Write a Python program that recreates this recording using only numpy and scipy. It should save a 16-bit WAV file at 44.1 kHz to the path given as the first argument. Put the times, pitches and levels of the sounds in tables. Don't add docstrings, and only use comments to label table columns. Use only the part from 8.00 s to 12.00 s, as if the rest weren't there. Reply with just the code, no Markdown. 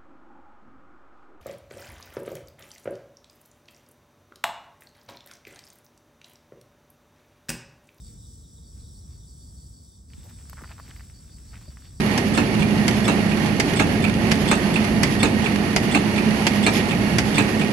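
import sys
import numpy as np
from scipy import signal
from scipy.fft import rfft, irfft
from scipy.io import wavfile

SR = 44100
rng = np.random.default_rng(int(sys.argv[2]) if len(sys.argv) > 2 else 0)


def unload_audio(sound):
    columns = np.transpose(np.atleast_2d(sound))
    steps = np.round(np.clip(columns, -1, 1) * 32767)
    wavfile.write(sys.argv[1], SR, steps.astype(np.int16))


N = 176400


# time_s, level_db, pitch_hz
CLICKS = [(2.103, -47, 2390), (2.135, -37, 2670), (2.211, -54, 3400), (2.233, -43, 3500),
          (2.311, -44.5, 1200), (2.388, -44, 2320), (2.4555, -47, 1370), (2.4975, -39.5, 1560),
          (2.5315, -29.5, 1300), (2.5334, -37.5, 4200), (2.539, -52, 1500), (2.578, -41, 1400),
          (2.58, -34, 1350), (2.5912, -36, 1400), (2.592, -49, 1500), (2.612, -38, 1000),
          (2.6187, -36.5, 1410), (2.6381, -31, 1380), (2.644, -29.5, 1330), (2.622, -39, 1200),
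          (2.6461, -38, 1480), (2.657, -37.5, 1270), (2.6773, -38.5, 2010), (2.6942, -39, 1800),
          (2.7025, -43, 1900), (2.7075, -43, 1900), (2.7148, -40, 1860), (2.7159, -33, 1870),
          (2.726, -40, 1510), (2.782, -37, 1350), (2.791, -36, 1130), (2.7994, -29.5, 1150),
          (2.867, -42, 2100), (2.88, -41, 1800), (2.9022, -39, 1700), (2.9074, -33, 3540),
          (2.9121, -34, 1630), (2.964, -36, 1930), (2.996, -40, 1900), (3.008, -35.5, 1630),
          (3.0995, -42, 1980), (3.2957, -50, 1660), (3.385, -45.5, 2400), (3.535, -39.5, 1700),
          (3.542, -38, 1900), (3.5562, -35.5, 2410), (3.5701, -41, 1600), (3.5964, -57, 1700),
          (3.614, -45, 1260), (3.6237, -48, 2900), (3.6587, -48, 1720), (3.7715, -35, 1530),
          (3.8226, -44.5, 1600), (3.8552, -40.5, 2900)]

def clicks(rise_cycles=.58, decay_cycles=.4, edge_db=-39, ring_db=-18, ring_s=.0062):
    out, t = np.zeros(N), np.arange(-128, 1408) / SR
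    for time_s, level_db, pitch_hz in CLICKS:
        edge, white = rng.standard_normal((2, len(t)))
        cycles = t * pitch_hz
        envelope = np.exp(-np.where(t < 0, (cycles / rise_cycles) ** 2, cycles / decay_cycles))
        tap = envelope * (np.sin(2 * np.pi * cycles) + amp(edge_db) * edge)
        ring = unit_rms(filtered(white, octave_band(pitch_hz, .72, len(t))))
        ring *= amp(ring_db) * (t > 0) * np.exp(-abs(t) / ring_s)
        add(out, time_s + t[0], amp(level_db) * (tap + ring))
    return out


# centre_s, width_s, rms_db, pitch_hz
SCRAPES = [(2.262, 0.015, -58, 710), (2.572, .002, -53, 1500), (2.585, .003, -47.5, 1490),
           (2.601, 0.0087, -54, 1240), (2.698, .007, -58, 1920), (2.72, 0.0027, -50, 2340),
           (2.714, 0.0091, -52, 780), (2.999, 0.0067, -56, 1900), (3.542, 0.0067, -50, 1590),
           (3.548, 0.022, -63.5, 745), (3.553, .004, -61, 1990), (3.567, .003, -52, 1800)]

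def scrapes(slips_per_s=2500, width_octaves=.49):
    out, t = np.zeros(N), np.arange(N) / SR
    for centre_s, width_s, rms_db, pitch_hz in SCRAPES:
        slips = grains(slips_per_s, spread_db=2)
        friction = unit_rms(filtered(slips, octave_band(pitch_hz, width_octaves)))
        out += amp(rms_db) * bell(t, centre_s, width_s) * friction
    return out


# start_s, level_db, start_hz, side_ratio
BUMPS = [(2.179, -50, 350, 4.3), (2.62, -42, 615, 0.3), (2.887, -45, 528, 0.47), (3.684, -41.5, 404, 0.59)]

def bumps(end_hz=59, fall_s=.00722, rise_s=.0063):
    mid, side, t = np.zeros(N), np.zeros(N), np.arange(SR // 10) / SR
    for start_s, level_db, start_hz, side_ratio in BUMPS:
        pitch_hz = end_hz + (start_hz - end_hz) * np.exp(-t / fall_s)
        phase = 2 * np.pi * np.cumsum(pitch_hz) / SR
        envelope = amp(level_db) * t / rise_s * np.exp(1 - t / rise_s)
        add(mid, start_s, envelope * np.sin(phase))
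        add(side, start_s, side_ratio * envelope * np.cos(phase))
    return stereo(mid, side)


# start_s, peak_db, pitch_hz, ring_s
KNOCKS = [(3.679, -50.5, 600, 0.0037)]

def knock():
    out, t = np.zeros(N), np.arange(SR // 20) / SR
    for start_s, peak_db, pitch_hz, ring_s in KNOCKS:
        envelope = amp(peak_db) * t / ring_s * np.exp(1 - t / ring_s)
        add(out, start_s, envelope * np.sin(2 * np.pi * pitch_hz * t))
    return out


# freq_hz, gain_db
RUSTLE_MID = [(150, -8.5), (600, 1), (1100, 1.5), (1700, 3.5), (2900, -0.5), (4500, -1), (6500, -7),
              (8000, 0), (8900, -72), (10100, -19), (11200, -10), (13000, -9.5), (16000, -14)]
NEAR_SIDE = [(200, -23), (700, 9), (1600, -28), (3000, -6), (6500, -2), (8200, -5), (11000, 7),
             (12200, -27), (13200, -46)]
# time_s, level_db
RUSTLE_LEVEL = [(0, -86), (2.07, -95), (2.12, -65), (2.28, -62.5), (2.44, -65), (2.62, -59.5),
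                (2.92, -59.5), (3.06, -64), (3.2, -69), (3.45, -66.5), (3.56, -61), (3.72, -63.5),
                (3.85, -61.5), (4, -71)]

def rustle(grains_per_s=2600, spread_db=2.5, side_db=-10):
    mid = unit_rms(filtered(grains(grains_per_s, spread_db), spectrum(RUSTLE_MID)))
    side = unit_rms(filtered(grains(grains_per_s, spread_db), spectrum(NEAR_SIDE)))
    return level(RUSTLE_LEVEL) * stereo(mid, amp(side_db) * side) * flutter(depth_db=2, rate_hz=29.3)


# time_s, level_db, decay_s
CRACKLES = [(2.24, -59, 0.031), (2.296, -60, .012), (2.4976, -40.5, 0.0027), (2.531, -48, 0.0027),
            (2.618, -58, 0.016), (2.796, -56.5, 0.0082), (2.96, -62, 0.077), (3.805, -63, 0.0079)]
# freq_hz, gain_db
CRACKLE_MID = [(1500, -20), (5000, -1), (8000, -3), (9300, -20), (11000, -0.5), (13000, 3), (15500, -1)]

def crackles(rise_s=.00069, side_db=-5):
    envelope, t = np.zeros(N), np.arange(N) / SR
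    for time_s, level_db, decay_s in CRACKLES:
        envelope += amp(level_db) * np.exp(-abs(t - time_s) / np.where(t > time_s, decay_s, rise_s))
    return envelope * stereo(noise(spectrum(CRACKLE_MID)), amp(side_db) * noise(spectrum(NEAR_SIDE)))


# centre_s, width_s, rms_db
BRUSHES = [(0.107, 0.048, -73.5), (0.793, 0.032, -74), (1.117, 0.045, -75)]

def brushes():
    t = np.arange(N) / SR
    envelope = sum(amp(rms_db) * bell(t, centre_s, width_s) for centre_s, width_s, rms_db in BRUSHES)
    return envelope * noise(octave_band(1820, width_octaves=.76))


# freq_hz, gain_db
RUMBLE_MID = [(15, -36), (28, -20.5), (48, -1), (66, 3), (88, -3.5), (150, -9.5), (240, -16), (400, -28.5),
              (700, -38.5), (1300, -42.5), (2000, -50.5), (2800, -57), (6000, -61)]
RUMBLE_SIDE = [(15, -54), (35, -31), (55, -19), (85, -19.5), (180, -24), (400, -32), (700, -38.5),
               (1150, -40), (1700, -72), (6000, -99)]
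# time_s, gain_db
RUMBLE_SWELL = [(0, 1), (.33, -2), (.57, -2.5), (.8, 0), (1, 0), (1.16, 2.5), (1.28, -4.5), (1.45, -0.5),
                (1.78, -2), (1.9, -8.5), (2.15, .5), (2.75, -0.5), (2.9, 1), (3.3, -0.5), (3.55, 3.5),
                (3.8, -4), (3.91, 2.5), (4, 6)]
FAR_DRIFT = [(0, 0), (.8, 0.5), (1.55, 1.1), (1.85, -1.5), (2.06, -5), (2.14, 1.9), (2.9, 1.5), (3.2, 0.5),
             (4, 0)]

def air(level_db=-45.5, deep_db=1, crossover_hz=142):
    rumble = far_noise(RUMBLE_MID, RUMBLE_SIDE)
    deep = filtered(rumble, 1 / (1 + (freqs() / crossover_hz) ** 4))
    swell = unit_rms(level(RUMBLE_SWELL))
    upper = (rumble - deep) * swell ** .2 * level(FAR_DRIFT) ** .5
    return amp(level_db) * (amp(deep_db) * deep * swell + upper)


# freq_hz, gain_db
HISS_MID = [(2300, -50), (3000, -20), (3550, -7.5), (4100, -11.5), (4500, -6.5), (4950, -2), (5200, -3),
            (5600, -1.5), (5950, -2), (6600, -13.5), (7200, -1), (7500, -3), (7800, 3), (8230, -0.5),
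            (8600, -37), (10100, -28.5), (11200, -17), (12700, -21.5), (15000, -14)]
HISS_SIDE = [(2600, -63), (3500, -13.5), (4100, -18), (4900, -17.5), (5350, -11), (5550, -2.5),
             (5950, -1.5), (6250, -16), (6650, -27), (7150, -2.5), (7600, 6.5), (8100, 8.5), (8900, 1),
             (10200, -18.5), (11500, -17), (12400, -27), (13200, -50)]
# time_s, rms_db
TRILL_LEVEL = [(0, -81), (.6, -74), (.85, -68.5), (1.03, -65), (1.15, -72), (2.2, -80), (3.5, -74),
               (4, -67)]

def insects(hiss_db=-55, trill_hz=5590, trill_width_hz=76):
    chorus = far_noise(HISS_MID, HISS_SIDE)
    hiss = amp(hiss_db) * chorus * flutter(depth_db=1, rate_hz=4) * level(FAR_DRIFT)
    trill = level(TRILL_LEVEL) * noise(bell(freqs(), trill_hz, trill_width_hz))
    return hiss + trill


# start_s, length_s, level_db, pitch_hz
CHIRPS = [(0.042, 0.047, -62.5, 4550), (.63, 0.072, -67, 4550), (.78, 0.087, -68.5, 4530),
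          (0.943, 0.053, -64, 4500), (1.095, 0.068, -72, 3620), (1.109, .07, -65, 4510),
          (1.191, 0.068, -69.5, 3650), (1.27, .07, -66.5, 4610), (1.373, 0.053, -73, 3600),
          (1.389, 0.11, -64.5, 4550), (1.564, 0.1, -65, 4540), (1.726, 0.13, -66, 4580),
          (1.86, 0.12, -72.5, 3610), (1.905, 0.054, -66, 4580), (2.085, 0.054, -66.5, 4540),
          (2.149, 0.1, -69.5, 3620), (2.23, .04, -77, 4600), (2.299, 0.066, -69.5, 3610),
          (2.322, 0.063, -70, 4540), (2.48, 0.063, -67, 4600), (2.637, .09, -62, 4560),
          (2.792, 0.071, -61, 4580), (2.955, 0.076, -62, 4564), (3.05, 0.054, -78, 3650),
          (3.135, 0.067, -62, 4570), (3.259, 0.066, -69.5, 3610), (3.302, 0.062, -61.5, 4580),
          (3.471, 0.073, -62.5, 4540), (3.594, .11, -73, 3650), (3.631, 0.082, -62, 4570),
          (3.809, .09, -63, 4500), (3.815, 0.11, -68.5, 3540), (3.961, .06, -63, 4570)]

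def chirpers(pip_period_s=.019, pip_db=-7, rasp_db=-6.5, rasp_width_hz=240, fade_s=.016):
    out, t = np.zeros(N), np.arange(SR // 5) / SR
    for start_s, length_s, level_db, pitch_hz in CHIRPS:
        pips = np.zeros(len(t))
        for k, (jitter_s, detune_hz) in enumerate(rng.standard_normal((8, 2)) * [.0022, 40]):
            pip = whistle(pitch_hz + detune_hz, fall_hz=478, length_s=.0165)
            add(pips, k * pip_period_s + jitter_s, pip)
        rasp = filtered(rng.standard_normal(len(t)), bell(freqs(len(t)), pitch_hz, rasp_width_hz))
        chirp = amp(pip_db) * unit_rms(pips) + amp(rasp_db) * unit_rms(rasp)
        gate = np.clip(np.minimum(t, length_s + fade_s - t) / fade_s, 0, 1)
        add(out, start_s - fade_s / 2, amp(level_db) * gate * chirp)
    return echoes(out, wet_db=-.5, t60_s=.14, side_db=-7)


# centre_s, pitch_hz, level_db
BIRD_NOTES = [(.003, 3830, -61), (.069, 3740, -62), (.195, 3820, -62), (.251, 3770, -60.5),
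              (.395, 3820, -71), (.45, 3790, -60.5), (.58, 3780, -61), (.643, 3780, -64), (.805, 4080, -62),
              (.85, 3760, -61), (.886, 3980, -64), (.953, 4030, -68), (1.019, 4060, -68)]

def bird(note_s=.034, note_db=-2, blur_db=-11.5, blur_s=.043, blur_hz=3590, blur_width_hz=200):
    notes, blur_power, t = np.zeros(N), np.zeros(N), np.arange(N) / SR
    for centre_s, pitch_hz, level_db in BIRD_NOTES:
        note = whistle(pitch_hz, fall_hz=650, length_s=note_s)
        add(notes, centre_s - note_s / 2, amp(level_db + note_db) * note)
        blur_power += (amp(level_db + blur_db) * bell(t, centre_s + note_s / 2, blur_s)) ** 2
    song = echoes(notes, wet_db=-4, t60_s=.29, side_db=-9)
    return song + np.sqrt(blur_power) * noise(bell(freqs(), blur_hz, blur_width_hz))


# centre_s, rms_db, pitch_hz
HOOTS = [(.1, -67, 476), (.34, -69.5, 456), (.61, -68, 446), (.82, -69.5, 470)]

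def hoots(width_s=.045, width_hz=15.5):
    t = np.arange(N) / SR
    return sum(amp(rms_db) * bell(t, centre_s, width_s) * noise(bell(freqs(), pitch_hz, width_hz))
               for centre_s, rms_db, pitch_hz in HOOTS)


# freq_hz, lead_share
PORT_LEAD = [(60, 0.17), (500, .4), (1050, 0.79), (1700, 0.33), (5000, 0.56), (5400, 0.19), (5850, -0.82),
             (6600, 0.14), (7400, -1.2), (8200, -0.64), (11000, 0.21), (15000, 0)]

def far_noise(mid_curve, side_curve):
    common, diffuse = rfft(rng.standard_normal((2, N)))
    lead = np.clip(per_bin(PORT_LEAD), -1, 1)
    difference = 1j * lead * common + np.sqrt(1 - lead ** 2) * diffuse
    mid = irfft(common * spectrum(mid_curve))
    side = irfft(difference * spectrum(side_curve))
    return unit_rms(stereo(mid, side))


def echoes(x, wet_db, t60_s, side_db):
    t = np.arange(SR // 2) / SR
    tails = rng.standard_normal((2, len(t))) * amp(-60 * t / t60_s)
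    tails *= amp(wet_db) / np.linalg.norm(tails[0])
    mid, side = signal.fftconvolve(x[None], tails, axes=1)[:, :N]
    return stereo(x + mid, side * amp(side_db))


def whistle(pitch_hz, fall_hz, length_s):
    progress = np.arange(0, length_s, 1 / SR) / length_s
    phase = 2 * np.pi * np.cumsum(pitch_hz + fall_hz * (.5 - progress)) / SR
    return np.sin(np.pi * progress) * np.sin(phase)


def grains(per_s, spread_db):
    size = amp(spread_db * np.minimum(rng.exponential(1, N), 4.5))
    return size * rng.choice([-1, 1], N) * (rng.random(N) < per_s / SR)


def flutter(depth_db, rate_hz):
    return amp(depth_db * noise(bell(freqs(), 0, rate_hz)))


def noise(gain):
    return unit_rms(filtered(rng.standard_normal(N), gain))


def filtered(x, gain):
    return irfft(rfft(x) * gain)


def octave_band(centre_hz, width_octaves, size=N):
    return bell(np.log2(freqs(size) + 1), np.log2(centre_hz), width_octaves)


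def per_bin(points):
    freq_hz, value = np.transpose(points)
    return np.interp(np.log(freqs() + 1), np.log(freq_hz + 1), value)


def spectrum(points):
    return amp(per_bin(points))


def level(points):
    return amp(np.interp(np.arange(N) / SR, *np.transpose(points)))


def freqs(size=N):
    return np.fft.rfftfreq(size, 1 / SR)


def bell(x, centre, width):
    return np.exp(-.5 * ((x - centre) / width) ** 2)


def amp(db):
    return 10 ** (np.asarray(db) / 20)


def unit_rms(x):
    return x / np.sqrt(np.mean(x ** 2) + 1e-20)


def stereo(mid, side):
    return np.array([mid + side, mid - side])


def add(mix, start_s, sound):
    at = round(start_s * SR)
    sound = sound[max(-at, 0):]
    part = mix[max(at, 0):][:len(sound)]
    part += sound[:len(part)]


def scene():
    far = air() + insects() + chirpers() + bird() + hoots()
    near = brushes() + rustle() + crackles() + bumps() + knock()
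    return far + near + (clicks() + scrapes()) * amp([[-.4], [.4]])


def record(dry, cutoff_hz=15850):
    lowpass = signal.firwin(511, cutoff_hz, window=("kaiser", 9), fs=SR)
    return signal.oaconvolve(dry, lowpass[None], "same")


dry = scene()
out = record(dry)
unload_audio(out)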